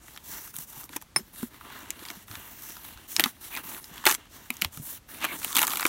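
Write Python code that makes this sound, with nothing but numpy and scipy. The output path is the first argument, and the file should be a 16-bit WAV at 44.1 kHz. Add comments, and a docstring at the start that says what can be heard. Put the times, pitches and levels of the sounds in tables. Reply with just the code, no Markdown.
"""Tearing open a cardboard mailer

Hands work a knife under the flap of a cardboard mailer on a wooden table and tear it open.
Palms and blade slide on the card: coloured friction noise. Fibres and glue snap: dying sprays of noise
through resonances. The packet bumps the table and the knife is dropped once: decaying sines.
Some scrapes sound hollow, the hits return a short dull wash, and a quiet room hums below."""
import sys
import numpy as np
from scipy import signal
from scipy.io import wavfile
from scipy.ndimage import uniform_filter1d

SR = 44100
rng = np.random.default_rng(int(sys.argv[2]) if len(sys.argv) > 2 else 0)


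def put_to_file(sound):
    """Save the sound as 16-bit audio at rate SR, in the file named by the first command-line argument."""
    columns = np.atleast_2d(sound).T  # one column per channel
    safe = np.clip(columns, -1, 1)
    whole_steps = np.round(safe * 32767)
    wavfile.write(sys.argv[1], SR, whole_steps.astype(np.int16))


N = 259440

# Spectrum of the room: (frequency [Hz], relative level per Hz [dB])
ROOM_SPECTRUM = [(20, -35), (42, -0.5), (80, 0.5), (130, -5), (250, -9.5), (500, -17.5), (1100, -18.5),
                 (3500, -23.5), (12800, -30), (16500, -46)]
# Palms and blade rubbing the card, one row a stroke: (loudest moment [s], swell [ms], fade [ms],
# drop at both ends [dB], hiss [dB], extra sheen of the hiss [dB], drumming of the sheet [dB])
RUBBING_STROKES = [(0.089, 72, 133, -7, -52, -1.5, -56), (0.32, 76, 187, -6, -40.5, -1, -50),
                   (0.565, 25, 14.5, -5, -47.5, 7, -53), (0.609, 24.3, 36.4, -6.5, -44, 4, -52),
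                   (0.701, 26.7, 21, -7, -47, 3, -56.5), (0.798, 76, 58, -6, -46.5, 1.5, -50.5),
                   (0.955, 53, 28, -12, -44, -4, -48.5), (1.022, 16, 12, -6, -50, -8, -68),
                   (1.171, 10, 48, -18, -41, -6, -46.5), (1.27, 39, 40, -4.5, -60, -0.5, -66),
                   (1.431, 96, 53, -6.5, -46, 0, -54), (1.548, 35, 38, -4, -55, -0.5, -53.5),
                   (1.615, 15, 28, -3, -57, 0, -55), (1.765, 125, 139, -8, -48, -2.5, -46),
                   (1.95, 65, 60, -5, -54.5, -0.5, -53), (2.079, 102, 160, -10, -45.5, -3, -48),
                   (2.34, 58, 193, -6, -49, 3, -50.5), (2.70, 190, 119, -7, -45.5, -0.5, -51),
                   (2.876, 52, 68, -6, -45.5, 0.5, -51), (2.989, 39.7, 78, -4.5, -52, -5, -53),
                   (3.12, 36, 69, -5, -41.5, 0, -51.5), (3.207, 20.8, 26, -10, -36, 4.5, -35),
                   (3.253, 18, 58, -11, -38.5, -1, -45), (3.36, 40, 32, -3.5, -61, 2, -60),
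                   (3.453, 40.4, 51, -8.5, -43, -0.5, -49.5), (3.54, 30, 25, -4, -46, 3, -45),
                   (3.572, 12, 45, -10, -44, 2, -40), (3.70, 62, 94, -5.5, -43.5, 1, -45.5),
                   (3.85, 41, 48, -3.5, -49, 0, -58), (3.95, 51, 98, -3, -50, -1, -50.5),
                   (4.072, 12.7, 35.7, -10, -25, -7, -27.5), (4.118, 30, 32, -6, -31, -1.5, -39),
                   (4.189, 28.7, 83, -4.5, -57.5, -10, -55), (4.35, 47, 55, -6.5, -49, -1, -53.5),
                   (4.43, 36, 71, -5, -55.5, -0.5, -56), (4.53, 25.3, 90, -6.5, -52, -1, -53),
                   (4.629, 16.4, 57, -13.5, -40, -4, -42.5), (4.759, 34.5, 50, -5, -45, -3.5, -54),
                   (4.90, 79, 75, -6, -43, 3, -52), (5.13, 39, 90, -4.5, -48.5, 2, -48.5),
                   (5.248, 45, 25, -14, -36, -9, -32), (5.328, 18, 33, -7, -47, 8, -37),
                   (5.29, 21.3, 19.7, -3, -47, 4, -41), (5.499, 136, 62.5, -6, -37, -3, -46.5),
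                   (5.599, 46, 53.4, -8.5, -27.5, 0, -33), (5.719, 67, 122, -4.5, -38, 1, -41.5),
                   (5.859, 23.5, 36, -4.5, -34, -6, -40.5)]
# Spectrum of the friction hiss: (frequency [Hz], relative level per Hz [dB])
HISS_SPECTRUM = [(1900, -45), (3100, -4), (4780, -4.5), (5840, 3), (7770, -2), (8620, 0), (14900, 7),
                 (16100, 6.5), (16500, -45)]
# Spectrum of the rumble under the drumming: (frequency [Hz], relative level per Hz [dB])
RUMBLE_SPECTRUM = [(59, -52), (100, -14), (291, 2), (501, -10), (590, -10), (700, -5.5), (910, -44),
                   (1540, -120)]
# Broad modes of the cardboard: (frequency [Hz], width [Hz], level [dB])
SHEET_MODES = [(887, 250, 0), (1305, 335, 2.5), (1550, 380, 4), (2380, 950, -5.5), (2693, 150, 6),
               (3110, 4000, -3.5)]
# Fibres and glue letting go:
# (time [s], crack peak [dB], crack pitch [Hz], sheet knock [dB], bright spit [dB])
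FIBRE_SNAPS = [(0.082,-35.5,2050,-46,-46), (0.146,-38,1790,-57,-54), (0.1625,-32,2028,-53,-52),
               (0.175,-27.5,2580,-42,-41), (0.5404,-38,1530,-45,-39), (0.558,-30,4530,-58,-35),
               (0.565,-31,4600,-57,-26), (0.586,-39,6900,-44,-30), (0.6297,-43,5980,-59,-46),
               (0.6874,-47,1570,-59,-49), (0.73,-40,1503,-50,-41), (0.834,-36,1786,-43,-50),
               (0.8917,-35,2280,-45,-44), (0.9304,-36,1576,-42,-52), (0.9622,-26,1970,-32.5,-27),
               (0.9655,-23,6300,-32,-26), (1.0144,-54,1800,-46,-41), (1.0226,-40,1816,-42,-38),
               (1.1612,-14,2217,-19,-37), (1.4288,-41,1506,-35,-36), (1.6098,-48,1730,-37.5,-56),
               (1.905,-13.5,7400,-56,-26.5), (1.9107,-33,2650,-53,-59), (1.9924,-33,1948,-46,-50),
               (2.0317,-31,1825,-48.5,-49), (2.052,-30,3660,-45,-51), (2.0857,-27.5,4745,-49,-52),
               (2.1018,-23,2018,-40,-40), (2.1107,-34,6920,-46,-46), (2.2815,-39,2063,-47,-58),
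               (2.3129,-25.5,1750,-39,-40), (2.3537,-23.5,1838,-47,-47), (2.7679,-30.5,1654,-44,-44),
               (2.8504,-31,3430,-62,-40), (2.9743,-35,1593,-55,-53), (3.1645,-5.5,5000,-35,-27),
               (3.1963,-1.5,2172,-17.5,-14), (3.2053,-11,2898,-35,-15), (3.2388,-5,3044,-25,-18.5),
               (3.2458,-23,1825,-31,-37), (3.2585,-23,3060,-22.5,-26), (3.5512,-24,2280,-43,-29),
               (3.5646,-22.5,2190,-37,-40), (3.5722,-19,2195,-30,-35), (3.7466,-29,2444,-49,-35),
               (3.8423,-30,5408,-55,-44), (3.9796,-27.5,3412,-57,-39), (4.0396,-35,1506,-29.5,-46),
               (4.0542,-10,2245,-31,-15), (4.063,-13,2488,-18,-19), (4.066,-2.5,2540,-11,-17),
               (4.0729,-7,2730,-12,-16), (4.0784,-26,1640,-27,-25), (4.0949,-9.5,6116,-28,-23),
               (4.1015,-17,2750,-26,-28), (4.1111,-11,6080,-24,-19), (4.1135,-13,2985,-32,-25),
               (4.1237,-17,5690,-30,-22), (4.1432,-18.5,6900,-46,-35), (4.1485,-15,6474,-42,-31),
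               (4.5036,-13,2395,-31.5,-23), (4.5398,-45.5,1658,-56,-41.5), (4.5682,-30,6336,-52,-37),
               (4.6154,-17,6006,-41.5,-25), (4.6202,-5.5,2980,-36,-16.5), (4.6469,-10,2565,-25.5,-24),
               (4.7733,-28,1525,-42,-32), (5.2352,-38,2093,-39,-34), (5.242,-24,2266,-20,-26),
               (5.2491,-15,2420,-22,-22), (5.4162,-34,2171,-37,-39), (5.4307,-25,2660,-40,-35),
               (5.446,-13,2734,-32.5,-18), (5.4791,-26.5,3333,-49,-37), (5.5219,-24,6100,-46,-44),
               (5.5284,-20.5,3670,-43,-28), (5.5505,-18,6170,-40,-22), (5.5558,-10.5,3590,-34,-22),
               (5.5665,-10,3376,-20,-11), (5.5735,-10.5,3110,-30,-26), (5.583,-15,2874,-22,-27),
               (5.5851,-14,2835,-37,-17), (5.5917,-7,3142,-31,-16.5), (5.6122,-27,2232,-28,-26),
               (5.6165,-19,3370,-21,-14.5), (5.6288,-13.5,3000,-23,-14.5), (5.6333,-21.5,1960,-19,-31.5),
               (5.642,-34,2388,-30,-27), (5.6504,-35,2494,-41,-25.5), (5.669,-15,4585,-33,-18),
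               (5.6782,-23,3893,-26,-19), (5.6973,-21,4590,-40,-25), (5.7053,-18,4573,-43,-30),
               (5.7172,-21,3787,-38,-31), (5.7342,-16,2154,-28.5,-24), (5.7566,-17.5,2857,-34,-25),
               (5.7715,-18,2810,-35,-21), (5.796,-18,1611,-22,-32), (5.8075,-21,2140,-27,-24),
               (5.8184,-21,2097,-28,-33), (5.827,-20,2132,-23,-33), (5.8526,-9,2580,-15.5,-21),
               (5.8646,-17,3490,-25,-16.5)]
# Spectrum of the bright spit of a snap: (frequency [Hz], relative level per Hz [dB])
SPIT_SPECTRUM = [(3530, -15.5), (6000, -3), (10400, -5), (11500, -1), (14800, -5.5), (16000, -8),
                 (16500, -31)]
# Hollow scrapes, when a rubbed flap sounds one broad note:
# (start [s], length [s], pitch [Hz], level [dB])
HOLLOW_SCRAPES = [(0.274, 0.14, 1590, -55), (3.509, 0.074, 2397, -42), (5.216, 0.056, 2450, -34.5),
                  (5.261, 0.086, 2196, -38.5), (5.461, 0.21, 1170, -45), (5.659, 0.085, 1150, -39)]
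# Packet and hands bumping the table: (time [s], level [dB], pitch [Hz])
TABLE_BUMPS = [(0.548, -44, 154.8), (0.586, -35, 154), (0.773, -38, 143), (0.899, -37, 295),
               (0.961, -25.5, 310), (1.16, -25.5, 342), (1.165, -29, 147), (1.19, -34, 376),
               (1.205, -32.5, 215), (1.43, -16.5, 237.4), (1.544, -43, 296), (1.895, -36, 322.5),
               (2.022, -32.5, 324), (2.169, -35.5, 197.4), (2.306, -34.5, 106.7), (2.37, -39, 87.2),
               (2.959, -40, 62), (3.195, -19.5, 318), (3.234, -26, 272), (3.259, -21.5, 240),
               (3.65, -39, 199.6), (3.913, -37, 182.3), (4.065, -12.5, 372), (4.109, -29, 374),
               (4.502, -26, 245), (4.623, -27, 193.5), (4.654, -29, 85.2), (4.774, -30.5, 158.5),
               (4.798, -26.5, 141.2), (5.241, -21, 304), (5.563, -26.5, 257), (5.599, -30, 319.2),
               (5.725, -46.5, 258.6), (5.852, -15, 328)]
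# The knife landing and bouncing: (time [s], level [dB])
KNIFE_LANDINGS = [(1.1615, -10.5), (1.169, -21)]
# Modes of the table top, then the blade: (frequency [Hz], level [dB], t60 [s])
KNIFE_MODES = [(1124, -3.5, 0.016), (2140, -2.5, 0.013), (5277, -3, 0.07), (9230, -11, 0.056),
               (9500, -5.5, 0.055), (11740, -27, 0.15), (13600, -29, .04), (15930, -14, .06)]

ROOM_DB = -57
RESTING_HISS_DB, RESTING_DRUM_DB = -74, -78  # hands shifting between strokes
ROUNDNESS = 1.3  # power of time by which a stroke's level drops
LIFT_DB_PER_MS = 1  # steeper fall once contact is lost
CRACKLE_SHARE = 0.25  # share of the friction power that is fibre clicks
PATCHY_DB, PATCHES_PER_S = 2.26, 4.1
SHEEN_HZ = 8740  # the sheen lies above this
DRUM_TOP_HZ = 3830  # the rubbed sheet drums below this
RUMBLE_UNDER_DRUM_DB = -6.5
DYING_MS = 17.95  # t60 of a snap whose knock equals its crack or spit
DULL_LINGERS_MS_PER_DB = 0.31  # a snap with more knock than crack or spit dies slower
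FIRST_BREAK_DB, FIRST_BREAK_S = 6.5, 0.0006  # the first fibres to go stand out of the spray
CRACK_Q, BROAD_CRACK_DB = 4.4, -9  # sharpness of the pitch; the unpitched part beside it
SMALL_SNAPS_PER_S, MID_RUB_DB = 36, -46  # the rate holds at this hiss level
HARD_RUB_QUICKENS = 0.8  # dB of rate per dB of hiss
SMALL_SNAP_OVER_RUB_DB, SMALL_SNAP_SPREAD_DB = 1.5, 4.0
SMALL_CRACK_LOW_HZ, SMALL_CRACK_HIGH_HZ = 1810, 6800
SCRAPE_WIDTH_HZ = 370
BUMP_RING_S, BUMP_RING_CYCLES = 0.025, 6.0  # t60 = a fixed time plus some cycles
ECHO_DB, ECHO_T60_S = -18.5, 0.055
CUTOFF_HZ = 15800


def from_db(db):
    """Decibel law: 20 dB is a factor of ten in amplitude."""
    return 10 ** (np.asarray(db) / 20)


def rms_one(x):
    """Normalization to unit root-mean-square amplitude."""
    return x / np.sqrt(np.mean(x ** 2) + 1e-20)


def drift(rate_hz):
    """Low-passed random fluctuation: white noise through a double pole, with spread 1."""
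    r = np.exp(-80 * np.pi * rate_hz / SR)  # one step spans 40 samples
    noise = rng.standard_normal(N // 40 + 2002)
    slow = signal.lfilter([1], [1, -2 * r, r * r], noise)[2000:]
    return np.interp(np.arange(N) / 40, np.arange(len(slow)), rms_one(slow))


def colour(x, spectrum):
    """Spectral shaping by a causal (minimum-phase) filter that follows a spectrum."""
    hz, level_db = np.transpose(spectrum)
    grid = np.linspace(0, SR / 2, 4097)
    shape_db = np.interp(np.log(grid + 1), np.log(hz), level_db, left=-45, right=-45)
    # the minimum-phase step takes the square root, so it is given power
    power_taps = signal.firwin2(4097, grid, from_db(2 * shape_db), fs=SR)
    taps = signal.minimum_phase(power_taps, n_fft=2 ** 15)
    taps = taps.reshape((1,) * (x.ndim - 1) + (-1,))
    return signal.fftconvolve(x, taps, axes=-1)[..., :x.shape[-1]]


def band(x, low_hz, high_hz):
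    """Band limitation by a Butterworth filter."""
    return signal.sosfilt(signal.butter(2, [low_hz, high_hz], "band", fs=SR, output="sos"), x)


def resonance(x, hz, width_hz):
    """Simple resonance: a two-pole band-pass with gain 1 on top."""
    r = np.exp(-np.pi * width_hz / SR)
    zeros = (1 - r * r) / 2 * np.array([1, 0, -1])
    poles = [1, -2 * r * np.cos(2 * np.pi * hz / SR), r * r]
    return signal.lfilter(zeros, poles, x)


def sheet(x):
    """Modal superposition: the broad modes of the cardboard, in parallel with alternating signs."""
    return sum((-1) ** k * from_db(level_db) * resonance(x, hz, width_hz)
               for k, (hz, width_hz, level_db) in enumerate(SHEET_MODES))


def add(track, times, sounds):
    """Linear superposition: each row of sounds is laid on the track at its time."""
    for s, sound in zip(times, sounds):
        i = round(s * SR)
        track[i:i + len(sound)] += sound[:N - i]


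def room_hum():
    """Stationary ambient noise: a coloured hum whose level wavers slightly."""
    hum = rms_one(colour(rng.standard_normal(2 * N), ROOM_SPECTRUM)[N:])  # past the filter's onset
    return from_db(ROOM_DB + 0.28 * drift(1.6)) * hum


def rubbing():
    """Contact envelopes in dB (hiss, sheen, drum): each stroke swells, fades and lets go; powers add."""
    t = np.arange(0, N, 32) / SR
    columns = (c[:, None] for c in np.transpose(RUBBING_STROKES))
    s, swell_ms, fade_ms, drop_db, hiss_db, sheen_db, drum_db = columns
    away_ms = np.abs(t - s) * 1000
    reach_ms = np.maximum(np.where(t < s, swell_ms, fade_ms), 5)
    shape_db = drop_db * np.minimum(away_ms / reach_ms, 1) ** ROUNDNESS
    shape_db = shape_db - LIFT_DB_PER_MS * np.maximum(away_ms - reach_ms, 0)
    levels = []
    for peak_db, rest_db in ((hiss_db, RESTING_HISS_DB), (hiss_db + sheen_db, RESTING_HISS_DB),
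                             (drum_db, RESTING_DRUM_DB)):
        power = from_db(2 * rest_db) + np.sum(from_db(2 * (peak_db + shape_db)), axis=0)
        levels.append(np.interp(np.arange(N) / SR, t, 10 * np.log10(power)))
    return levels


def patchy(x):
    """Independent band modulation: bands about two fifths of an octave apart in edges swell and sink."""
    edges = np.geomspace(400, 19000, 15)
    return sum((-1) ** k * from_db(PATCHY_DB * drift(PATCHES_PER_S)) * band(x, low, high)
               for k, (low, high) in enumerate(zip(edges, edges[1:])))


def fibre_crackle():
    """Clustered shot noise: tiny random fibre clicks, each a short decaying grain of noise."""
    born = rng.random(N) < 700 * from_db(5 * drift(25)) / SR  # clicks come in clumps
    sizes = from_db(1.6 * np.minimum(rng.exponential(1, N), 4))
    clicks = born * sizes * rng.choice([-1, 1], N)
    grain = rng.standard_normal(64) * np.exp(-np.arange(64) / 24.0)
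    return rms_one(signal.fftconvolve(clicks, grain)[:N])


def slide(hiss_db, sheen_db, drum_db):
    """Friction excitation: noise mixed with fibre clicks feeds air and sheet; noise rumbles the table."""
    grip = from_db(1.12 * drift(38))  # skin grips and slips
    smooth = np.sqrt(1 - CRACKLE_SHARE) * rng.standard_normal(N)
    friction = grip * patchy(smooth + np.sqrt(CRACKLE_SHARE) * fibre_crackle())
    air = rms_one(colour(friction, HISS_SPECTRUM))
    below = signal.sosfilt(signal.butter(4, SHEEN_HZ, "low", fs=SR, output="sos"), air)
    above = signal.sosfilt(signal.butter(4, SHEEN_HZ, "high", fs=SR, output="sos"), air)
    hiss = from_db(hiss_db) * below + from_db(sheen_db) * above
    drumming = band(band(sheet(friction), 300, DRUM_TOP_HZ), 300, DRUM_TOP_HZ)
    drum = from_db(drum_db) * rms_one(drumming)
    rumble_db = drum_db + RUMBLE_UNDER_DRUM_DB + 3.56 * drift(29)
    rumble = from_db(rumble_db) * rms_one(colour(rng.standard_normal(N), RUMBLE_SPECTRUM))
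    return hiss + drum + rumble


def snaps(rows):
    """Impulsive fracture: a dying spray of breaking fibres, heard as crack, sheet knock and bright spit."""
    s, crack_db, crack_hz, knock_db, spit_db = np.transpose(rows)
    dying_ms = DYING_MS + DULL_LINGERS_MS_PER_DB * (knock_db - np.maximum(crack_db, spit_db))
    t60 = np.clip(dying_ms, 3, 60)[:, None] / 1000
    t = np.arange(2048) / SR
    onset = (1 - np.exp(-t / 0.00023)) * from_db(FIRST_BREAK_DB * np.exp(-t / FIRST_BREAK_S))
    spray = rng.standard_normal((len(s), 2048)) * onset * from_db(-60 * t / t60)
    pitched = np.array([resonance(row, hz, hz / CRACK_Q) for row, hz in zip(spray, crack_hz)])
    crack = pitched + from_db(BROAD_CRACK_DB) * band(spray, 1620, 7120)
    knock = band(sheet(spray), 380, 1670)
    spit = colour(spray, SPIT_SPECTRUM)
    out = np.zeros(N)
    add(out, s, crack * (from_db(crack_db) / np.abs(crack).max(axis=1))[:, None])
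    for sound, level_db in ((knock, knock_db), (spit, spit_db)):
        strongest = np.sqrt(uniform_filter1d(sound ** 2, size=44).max(axis=1))  # loudest ms
        add(out, s, sound * (from_db(level_db) / strongest)[:, None])
    return out


def small_snaps(hiss_db, drum_db):
    """Inhomogeneous Poisson process: rows of lesser snaps, denser and stronger in hard strokes."""
    rate = SMALL_SNAPS_PER_S * from_db(HARD_RUB_QUICKENS * (hiss_db - MID_RUB_DB))
    expected = np.cumsum(rate) / SR
    gaps, pitch = rng.exponential(1, 700), rng.random(700)
    spread = rng.standard_normal((700, 3))
    at = np.searchsorted(expected, np.cumsum(gaps))
    inside = at < N
    at, pitch, spread = at[inside], pitch[inside], spread[inside]
    under_db = np.array([hiss_db[at], drum_db[at], hiss_db[at]])  # the stroke beneath
    crack_db, knock_db, spit_db = SMALL_SNAP_OVER_RUB_DB + SMALL_SNAP_SPREAD_DB * spread.T + under_db
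    hz = SMALL_CRACK_LOW_HZ * (SMALL_CRACK_HIGH_HZ / SMALL_CRACK_LOW_HZ) ** pitch
    return np.column_stack([at / SR, crack_db, hz, knock_db, spit_db])


def scrapes():
    """Noise-driven resonance: grit passes one resonance twice, swelling and fading as an arch."""
    out = np.zeros(N)
    t = np.arange(SR // 4) / SR
    for s, length_s, hz, level_db in HOLLOW_SCRAPES:
        grit = rng.standard_normal(SR // 4) * from_db(4.0 * drift(55)[:SR // 4])
        once = resonance(grit, hz, SCRAPE_WIDTH_HZ)
        note = rms_one(resonance(once, hz, SCRAPE_WIDTH_HZ))
        arch = np.sin(np.pi * np.clip(t / length_s, 0, 1))
        add(out, [s], [from_db(level_db) * arch * note])
    return out


def bumps():
    """Damped free vibration: a soft push rings a low table mode and a weaker, shorter upper one."""
    s, level_db, hz = (c[:, None] for c in np.transpose(TABLE_BUMPS))
    t, out = np.arange(6000) / SR, np.zeros(N)
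    t60 = BUMP_RING_S + BUMP_RING_CYCLES / hz
    main = np.sin(2 * np.pi * hz * t) * from_db(-60 * t / t60)
    upper = from_db(-7) * np.sin(2 * np.pi * 1.49 * hz * t) * from_db(-90 * t / t60)
    push = 1 - np.exp(-t / 0.0023)
    add(out, s[:, 0], from_db(level_db) * push * (main + upper))
    return out


def knife():
    """Modal impact response: table top and blade ring when the knife lands and when it bounces."""
    s, level_db = np.transpose(KNIFE_LANDINGS)
    t, out = np.arange(12000) / SR, np.zeros(N)
    ringing = sum(from_db(mode_db - 60 * t / t60) * np.sin(2 * np.pi * hz * t)
                  for hz, mode_db, t60 in KNIFE_MODES)
    add(out, s, from_db(level_db)[:, None] * ringing * (1 - np.exp(-t / 0.00025)))
    return out


def echoes(x):
    """Diffuse reflection: nearby table top and walls return a short, dull wash of decaying noise."""
    t = np.arange(8000) / SR
    wash = rng.standard_normal(8000) * from_db(-60 * t / ECHO_T60_S) * (t > 0.003)
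    wash = band(wash, 140, 7500)
    return from_db(ECHO_DB) * signal.fftconvolve(x, wash / np.sqrt(np.sum(wash ** 2)))[:N]


def scene():
    """Superposition: hits and their echoes over the rubbing, the scrapes and the room."""
    room = room_hum()
    hiss_db, sheen_db, drum_db = rubbing()
    rub = slide(hiss_db, sheen_db, drum_db)
    breaking = snaps(FIBRE_SNAPS) + snaps(small_snaps(hiss_db, drum_db))
    hits = breaking + bumps() + knife()
    return (hits + echoes(hits) + rub + scrapes() + room)[None]


def record(dry):
    """Saturation and band limitation: peaks are rounded, the top is cut."""
    rounded = 1.3 * np.tanh(dry / 1.3)
    return signal.sosfilt(signal.ellip(10, 0.5, 75, CUTOFF_HZ, fs=SR, output="sos"), rounded)


dry = scene()
out = record(dry)
put_to_file(out)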